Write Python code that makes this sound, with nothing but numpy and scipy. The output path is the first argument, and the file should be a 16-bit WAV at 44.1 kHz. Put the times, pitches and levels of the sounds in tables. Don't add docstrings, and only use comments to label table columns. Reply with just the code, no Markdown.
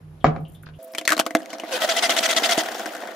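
import sys
import numpy as np
from scipy import signal
from scipy.fft import rfft, irfft, next_fast_len
from scipy.io import wavfile
from scipy.ndimage import uniform_filter1d, map_coordinates

SR = 44100
rng = np.random.default_rng(int(sys.argv[2]) if len(sys.argv) > 2 else 0)


def master(y):
    cut = np.clip(np.atleast_2d(y).T, -1, 1)
    pcm = np.round(cut * 32767)
    wavfile.write(sys.argv[1], SR, pcm.astype(np.int16))


def volts_from_db(level):
    exponent = np.asarray(level, float) / 20
    return 10 ** exponent


N = 138915
T = np.arange(N) / SR
SCENE_CHANGE_S = 0.786

# pitch in Hz, level in dB, time to fade by 60 dB in seconds.
BOWL_NOTES = [(250, -9, 0.065), (334.4, -7, 0.086), (437, -6.5, 0.077), (543, -7, 0.078), (705, 6.5, 0.029),
              (950, -19, 0.073), (1282, -5.5, 0.029), (1700, -12, .03), (2035, -14, 0.044),
              (2303, -18.5, 0.058), (3080, -41, .05)]
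# start in seconds, level in dB.
BOWL_LANDINGS = [
    (.2433, -6),
    (.251, -15.5),
    (.266, -17.5),
    (.292, -35),
    (.352, -39),
    (.362, -28),
]
# frequency in Hz, level in dB per Hz.
BOWL_CRACK = [(120, -17.5), (760, -26.5), (2280, -32.5), (7500, -55), (9000, -83)]
# start in seconds, level in dB.
BOWL_TICKS = [(0.634, -28.5), (0.667, -23), (0.6879, -28)]
# start in seconds, level in dB, rise in seconds, 60 dB fade in seconds.
CUPBOARD_BOOMS = [
    (0.245, -13.5, 0.044, 0.12),
    (0.39, -27.5, 0.048, 0.099),
]
# start in seconds, peak in dB, own pitch in Hz, hollow thump over crack in dB.
CLATTER_HITS = [(.936, -36, 5100, -1), (0.9489, -18, 2190, -15.5), (0.977, -28, 3100, -40),
                (0.9828, -10, 3150, -21), (1.012, -27, 2350, -1.5), (1.052, -19, 4300, -15),
                (1.0767, -3, 1916, -27), (1.0915, -10, 1740, -36), (1.1039, -9.5, 1663, -11),
                (1.1204, -5.5, 1517, -24), (1.1302, -13.5, 1500, -8), (1.167, -19, 4200, -4),
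                (1.1781, -14, 1104, -10), (1.1926, -8.5, 3020, -11), (1.1973, -4.5, 769, -20),
                (1.2638, -13.5, 1413, -6.5), (1.3071, -24, 2100, -3.5), (1.35, -8, 1623, 1),
                (1.503, -28, 3040, -9), (1.5309, -23.5, 2024, -4), (1.5981, -21.5, 3010, -8.5),
                (1.6344, -45, 594, 21)]
# frequency in Hz, level in dB per Hz.
PLASTIC_CRACK = [(120, -13), (500, -9), (1740, -4), (6500, -7), (14100, -16.5), (17000, -37)]
# pitch in Hz, level in dB, time to fade by 60 dB in seconds.
LID_NOTES = [(265.4, -8.5, 0.069), (313.6, -5, 0.13), (516, -7.5, 0.074), (670, 4, 0.056),
             (1050, 3.5, 0.014), (2070, -4, 0.038)]
# start in seconds, peak in dB.
RIM_GRAZES = [(2.421, -8.5), (2.635, -10), (2.688, -26), (2.717, -12.5), (2.745, -30), (2.779, -23),
              (2.795, -9.5), (2.858, -8), (2.89, -19.5), (2.95, -13), (2.966, -15.5), (3.073, -15.5)]
# start in seconds, length in seconds, level in dB, gear teeth passing in Hz.
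CRANK_STROKES = [(1.714, 0.0555, -28.5, 520), (1.814, 0.03614, -24, 637.5), (1.886, 0.037, -22, 665),
                 (1.961, 0.0348, -22.5, 664.7), (2.022, 0.0422, -20, 700), (2.091, 0.0314, -22, 680),
                 (2.161, .032, -22, 679), (2.227, 0.0374, -21, 670), (2.286, 0.032, -20.5, 688),
                 (2.323, 0.0095, -26.5, 659.8), (2.361, 0.0245, -19.5, 669.2), (2.43, 0.0354, -21, 679.6),
                 (2.488, 0.0456, -20.5, 690), (2.571, 0.039, -25, 665)]
# multiple of the tooth rate, level in dB.
GEAR_OVERTONES = [(1, 6.5), (2, -4), (3, 1.5), (5, -0.5)]
# frequency in Hz, level in dB per Hz.
GRIND_COLOUR = [(120, -45), (220, -13.5), (942, -18), (3270, -10.5), (6500, -8.5), (15500, -25),
                (16050, -70)]
# frequency in Hz, width in Hz, level in dB.
SHELL_PEAKS = [(700, 75, 19), (1500, 44, 11), (1900, 230, 7.5), (3170, 620, 10.5)]
# start in seconds, level in dB.
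BOWL_JOLTS = [(1.82, -27.5), (2.094, -21.5), (2.364, -25), (2.578, -17.5)]
# time in seconds, level in dB.
BASKET_LEVEL = [
    (1.36, -45),
    (1.64, -39),
    (1.75, -30.5),
    (2.2, -29.5),
    (2.621, -30),
    (2.9, -34),
    (3.15, -39.5),
]
# frequency in Hz, level in dB per Hz.
WHIRR_COLOUR = [(100, -100), (214, -7), (690, -12.5), (3000, -22.5), (6500, -21), (8500, -26),
                (15600, -25.5), (16050, -76)]
# start in seconds, peak in dB, own pitch in Hz.
SETTLING_TAPS = [(1.114, -11.5, 1560), (1.1235, -11.5, 1220), (1.148, -31, 4000), (1.2055, -14, 3100),
                 (1.212, -16.5, 1580), (1.255, -34, 6000), (1.369, -26, 3500), (1.404, -28.5, 1610),
                 (1.419, -36.5, 5060), (1.431, -38, 2980), (1.4587, -31, 2002), (1.584, -33.5, 6000),
                 (1.636, -28.5, 640), (1.658, -32, 1530), (1.9665, -18, 3270), (1.987, -19, 5230),
                 (2.0245, -19, 2100), (2.062, -20, 5900), (2.096, -23.5, 3000), (2.166, -14, 2890),
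                 (2.609, -21.5, 5200), (2.66, -24.5, 3350), (2.686, -17.5, 1800), (2.697, -35, 1900),
                 (2.746, -25.5, 5540), (2.751, -19, 800), (2.782, -29, 6500), (2.863, -25, 5460),
                 (2.905, -32, 1700), (3.006, -37, 9160), (3.022, -26, 1100), (3.037, -28, 1780),
                 (3.054, -26, 900), (3.085, -28, 1090), (3.122, -32, 1300)]
# start in seconds, length in seconds, level in dB, centre in Hz.
BRUSHES = [(.401, 0.044, -71, 11500), (.48, .02, -60, 12100), (0.518, 0.046, -62, 10500),
           (0.625, 0.011, -56, 11300), (0.658, 0.037, -59, 3750), (0.756, 0.025, -72, 11500),
           (.812, 0.009, -65, 8000), (0.826, 0.02, -52.5, 12600), (1.08, .025, -29, 1850),
           (1.109, 0.029, -27.5, 1530), (0.872, 0.0082, -53, 12600), (0.917, 0.014, -53, 13000),
           (1.052, 0.0073, -41, 5050), (1.384, 0.019, -50, 9000), (1.493, 0.022, -48, 5000),
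           (1.525, 0.022, -43.5, 4840), (1.66, 0.041, -52, 4000)]
# start in seconds, level in dB, pitch in Hz.
SINK_DROPS = [(0.2044, -30.5, 3170), (0.4504, -28, 2940), (0.5496, -31, 3400), (0.7362, -32, 2960)]
# pitch in Hz, width in Hz, level in dB.
HUM_SLOW = [(154.3, 8.3, -46), (96.7, 28, -50.5), (55.2, 8.4, -56)]
# pitch in Hz, width in Hz, level in dB.
HUM_FAST = [(659.4, 24, -45), (523, 23, -48)]
# frequency in Hz, level in dB per Hz.
AIR_SLOW = [(25, -27), (150, 1), (500, -8), (7000, -35.5), (11000, -30), (15000, -45)]
# frequency in Hz, level in dB per Hz.
AIR_FAST = [(120, -62), (210, 10.5), (650, -3), (900, -2.5), (8000, -16.5), (15500, -18), (16000, -70)]
# frequency in Hz, time to fade by 60 dB in seconds.
KITCHEN_ECHO = [(200, 0.57), (2000, 0.24), (10000, 0.12)]
# frequency in Hz, likeness from 0 to 1.
ALIKE_SLOW = [(60, 0.84), (950, 0.12), (15000, 0.13)]
# frequency in Hz, likeness from 0 to 1.
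ALIKE_FAST = [(60, 0.97), (380, 1), (2380, 0.45), (15000, 0.13)]
# frequency in Hz, likeness from 0 to 1.
ALIKE_CRACK = [(60, 1), (500, 0.91), (1400, 0.2), (2800, 0.58), (15000, 0.2)]
# frequency in Hz, left over right in dB.
LEAN_SLOW = [(60, -4), (950, 1.5), (15000, 2)]
# frequency in Hz, left over right in dB.
LEAN_FAST = [(200, 0), (700, -3), (1400, 9.5), (2800, 1), (15000, 2.5)]


def unit(x):
    return x / np.sqrt(np.mean(x ** 2) + 1e-20)


def along(points, hz):
    f, value = np.transpose(points)
    return np.interp(np.log(hz + 1), np.log(f + 1), value)


def wobble(rate):
    return map_coordinates(rng.standard_normal(int(N * rate / SR) + 4), [T * rate])


def filtered(x, response):
    m = next_fast_len(N + SR // 2)
    return irfft(rfft(x, m) * response(np.fft.rfftfreq(m, 1 / SR)), m)[..., :N]


def peak(f, hz, width):
    return 1j * f * width / (hz * hz - f * f + 1j * f * width)


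def noise(spectrum, alike, peaks=()):
    def shape(f):
        turn = np.arccos(np.clip(along(alike, f), -1, 1)) / 2
        body = 1 + sum(volts_from_db(db) * np.abs(peak(f, hz, width)) for hz, width, db in peaks)
        return volts_from_db(along(spectrum, f)) * body * [np.cos(turn), np.sin(turn)]
    mid, side = filtered(rng.standard_normal((2, N)), shape)
    return unit(np.array([mid + side, mid - side]))


def patchy(x, depth_db):
    z = signal.stft(x, nperseg=256)[2]
    field = uniform_filter1d(rng.standard_normal(z.shape[1:]), size=4, axis=0)
    field = uniform_filter1d(field, size=3, axis=1)
    return unit(signal.istft(z * volts_from_db(depth_db * unit(field)), nperseg=256)[1][:, :N])


def hits(rows, modes, crack, attack_s, scatter_db, life_s):
    roughness = 7e-5
    out, t = np.zeros((2, N + SR)), np.arange(SR // 7) / SR
    hz, level, t60 = np.transpose(modes)[:, :, None]
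    crack = np.pad(crack, ((0, 0), (0, SR)))
    for s, db, ring_db, own_hz in rows:
        i = round(s * SR)
        level_draw, pitch_draw = rng.standard_normal((2, len(modes), 1))
        steps = rng.standard_normal((len(modes) + 1, len(t)))
        drift = uniform_filter1d(np.cumsum(steps, axis=1), size=24)
        phase = 2 * np.pi * hz * (1 + 0.016 * pitch_draw) * t + roughness * hz * drift[1:]
        ring = (volts_from_db(level + scatter_db * level_draw - 60 * t / t60) * np.sin(phase)).sum(0)
        own = volts_from_db(1 - 60 * t / 0.059) + volts_from_db(16.5 - 60 * t / 0.0099)
        own = own * np.sin(2 * np.pi * own_hz * t + .2 * drift[0])
        scrape, click = volts_from_db(-60 * t / life_s), volts_from_db(20 - 60 * t / 0.0049)
        burst = (scrape + click) * crack[:, i:i + len(t)]
        onset = 1 - np.exp(-t / attack_s)
        out[:, i:i + len(t)] += (volts_from_db(db) * (burst + own) + volts_from_db(ring_db) * ring) * onset
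    return out[:, :N]


def bowl():
    landings = [(s, db - 14, db - 0.5, 1300) for s, db in BOWL_LANDINGS]
    ticks = [(s, db - 22.5, db - 44, 1400) for s, db in BOWL_TICKS]
    boom = np.zeros(N)
    for s, db, rise, t60 in CUPBOARD_BOOMS:
        t = np.clip(T - s, 0, 1)
        swell = np.clip(t / rise, 0, 1) * volts_from_db(db - 60 * np.clip(t - rise, 0, 1) / t60)
        boom += swell * np.sin(2 * np.pi * 152.6 * t)
    crack = noise(BOWL_CRACK, ALIKE_SLOW)
    return boom + hits(landings + ticks, BOWL_NOTES, crack, attack_s=0.00098, scatter_db=-2.0, life_s=0.12)


def clatter():
    rows = [(s, db - 14, db + thump_db - 2.0, hz) for s, db, hz, thump_db in CLATTER_HITS]
    rim = [(s, db - 20.5, db - 20, 1500) for s, db in RIM_GRAZES]
    crack, scrape = noise(PLASTIC_CRACK, ALIKE_CRACK), noise(GRIND_COLOUR, ALIKE_FAST)
    return (hits(rows, LID_NOTES, crack, attack_s=0.0012, scatter_db=0.0, life_s=0.051)
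            + hits(rim, LID_NOTES, scrape, attack_s=0.003, scatter_db=3.0, life_s=0.023))


def crank():
    rise_s, fall_s, sag, jitter = 0.0066, 0.0054, .05, 0.02116
    load, rate = np.zeros(N), np.full(N, 670.)
    for s, length, db, hz in CRANK_STROKES:
        t = T - s
        load += volts_from_db(db) * np.clip(t / rise_s, 0, 1) * np.exp(-np.clip(t - length, 0, 1) / fall_s)
        sagging = hz * (1 + sag * (.5 - np.clip(t / length, 0, 1.5)))
        rate = np.where(t > 0, sagging, rate)
    turn = 2 * np.pi * np.cumsum(rate * (1 + jitter * wobble(250))) / SR
    tone = sum(volts_from_db(db + 2.5 * wobble(60)) * np.sin(k * turn + rng.uniform(0, 4.15)) for k, db in GEAR_OVERTONES)
    gate = 1 + 0.29 * np.sin(turn)
    flutter = volts_from_db(1.4 * wobble(150) + 1.6 * wobble(1500))
    grind = unit(gate * flutter * patchy(noise(GRIND_COLOUR, ALIKE_FAST, SHELL_PEAKS), depth_db=3.5))
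    jolts = [(s, db - 4.0, db, 520) for s, db in BOWL_JOLTS]
    jolt = hits(jolts, LID_NOTES, grind, attack_s=0.0014, scatter_db=0.5, life_s=0.009)
    return jolt + load * (volts_from_db(-2.5) * unit(tone) + volts_from_db(0.5) * grind)


def basket():
    fizz_growth, fizz_hz = 1.92, 2300
    s, db = np.transpose(BASKET_LEVEL)
    level = np.interp(T, s, db, left=-120)
    whirr = patchy(noise(WHIRR_COLOUR, ALIKE_FAST, SHELL_PEAKS), depth_db=2.5)
    fizz = filtered(whirr, lambda f: f ** 2 / (f ** 2 + fizz_hz ** 2))
    fizz_db = (fizz_growth - 1) * (level - max(db)) + 3 + 1.7 * wobble(90)
    unsteady = volts_from_db(level + 1.2 * wobble(40) + 1.5 * wobble(200))
    return unsteady * (whirr - fizz + volts_from_db(fizz_db) * fizz)


def taps():
    rows = [(s, db - 15.5, db - 21.5, hz) for s, db, hz in SETTLING_TAPS]
    crack = noise(PLASTIC_CRACK, ALIKE_CRACK)
    dull = filtered(crack, lambda f: 1 / (1 + (f / 3500) ** 2))
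    low = [row for row in rows if row[-1] < 2000]
    high = [row for row in rows if row[-1] >= 2000]
    return sum(hits(group, LID_NOTES, x, attack_s=0.00063, scatter_db=4.0, life_s=0.027)
               for group, x in ((low, dull), (high, crack)))


def rustles():
    rise_s, fall_s, wide = 0.0022, 0.0074, 0.3
    out, t = np.zeros((2, N)), np.arange(SR // 8) / SR
    for s, length, db, hz in BRUSHES:
        edges = np.clip([hz * (1 - wide), hz * (1 + wide)], 500, 15500)
        sos = signal.butter(3, edges, 'band', fs=SR, output='sos')
        band = unit(signal.sosfilt(sos, rng.standard_normal((2, len(t)))))
        swell = np.clip(t / rise_s, 0, 1) * np.exp(-np.clip(t - length, 0, 1) / fall_s)
        out[:, round(s * SR):][:, :len(t)] += volts_from_db(db) * swell * band
    return out * volts_from_db(3.5 * wobble(300) + 2.5 * wobble(60))


def drips():
    out = np.zeros(N)
    for s, db, hz in SINK_DROPS:
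        t = np.clip(T - s, 0, 1)
        band = unit(filtered(rng.standard_normal(N), lambda f: peak(f, hz, 640) ** 2))
        out += volts_from_db(db - 24.5 - 60 * t / 0.19) * (T > s) * band
    return out * volts_from_db([[2.5], [-2.5]])


def hum(lines):
    out = np.zeros(N)
    for hz, width, db in lines:
        band = filtered(rng.standard_normal(N), lambda f: peak(f, hz, width) ** 2)
        z = signal.hilbert(band, next_fast_len(N))[:N]
        out += volts_from_db(db) * unit(z.real / (np.abs(z) + 1e-9) ** .6)
    return out


def room(x, speed):
    hz, t, z = signal.stft(rng.standard_normal((2, SR // 2)), SR, nperseg=256)
    fade = volts_from_db(-60 * t * speed / along(KITCHEN_ECHO, hz)[:, None])
    tail = signal.istft(z * fade, SR, nperseg=256)[1]
    late = np.pad(x.mean(0), (200, 0))[None]
    return signal.fftconvolve(late, tail / np.linalg.norm(tail[0]), axes=1)[:, :N]


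def lean(x, balance):
    return filtered(x, lambda f: volts_from_db(along(balance, f) / 2 * np.array([[1], [-1]])))


def slow_scene(brush):
    near = bowl() + drips()
    air = volts_from_db(-54 + 1.5 * wobble(15)) * noise(AIR_SLOW, ALIKE_SLOW)
    slow = near + volts_from_db(-9.5) * room(near, speed=1) + hum(HUM_SLOW) + air
    bass_side = filtered((slow[0] - slow[1]) / 2, lambda f: 1 / (1 + (f / 220) ** 2))
    slow = slow - bass_side * [[1], [-1]]
    slow = filtered(slow + brush, lambda f: (np.abs(f - 8150) > 450) * (f < 14300))
    return lean(slow, LEAN_SLOW)


def fast_scene(brush):
    near = clatter() + crank() + basket()
    air = volts_from_db(-53.5 + 0.88 * wobble(7.2)) * patchy(noise(AIR_FAST, ALIKE_FAST), depth_db=2.5)
    fast = near + volts_from_db(-20.5) * room(near, speed=1.2) + hum(HUM_FAST) + air + taps()
    return filtered(lean(fast + brush, LEAN_FAST), lambda f: 1 / (1 + (150 / (f + 1)) ** 5))


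def scene():
    after = np.clip((T - SCENE_CHANGE_S) / 0.0035, 0, 1)
    fade_in = np.clip(T / 0.0074, 0, 1)
    brush = rustles()
    return slow_scene(brush * (1 - after)) * (1 - after) * fade_in + fast_scene(brush * after) * after


def top_cut(x):
    return signal.sosfilt(signal.butter(12, 16990, fs=SR, output="sos"), x)


def record(dry):
    return top_cut(dry)


dry = scene()
out = record(dry)
master(out)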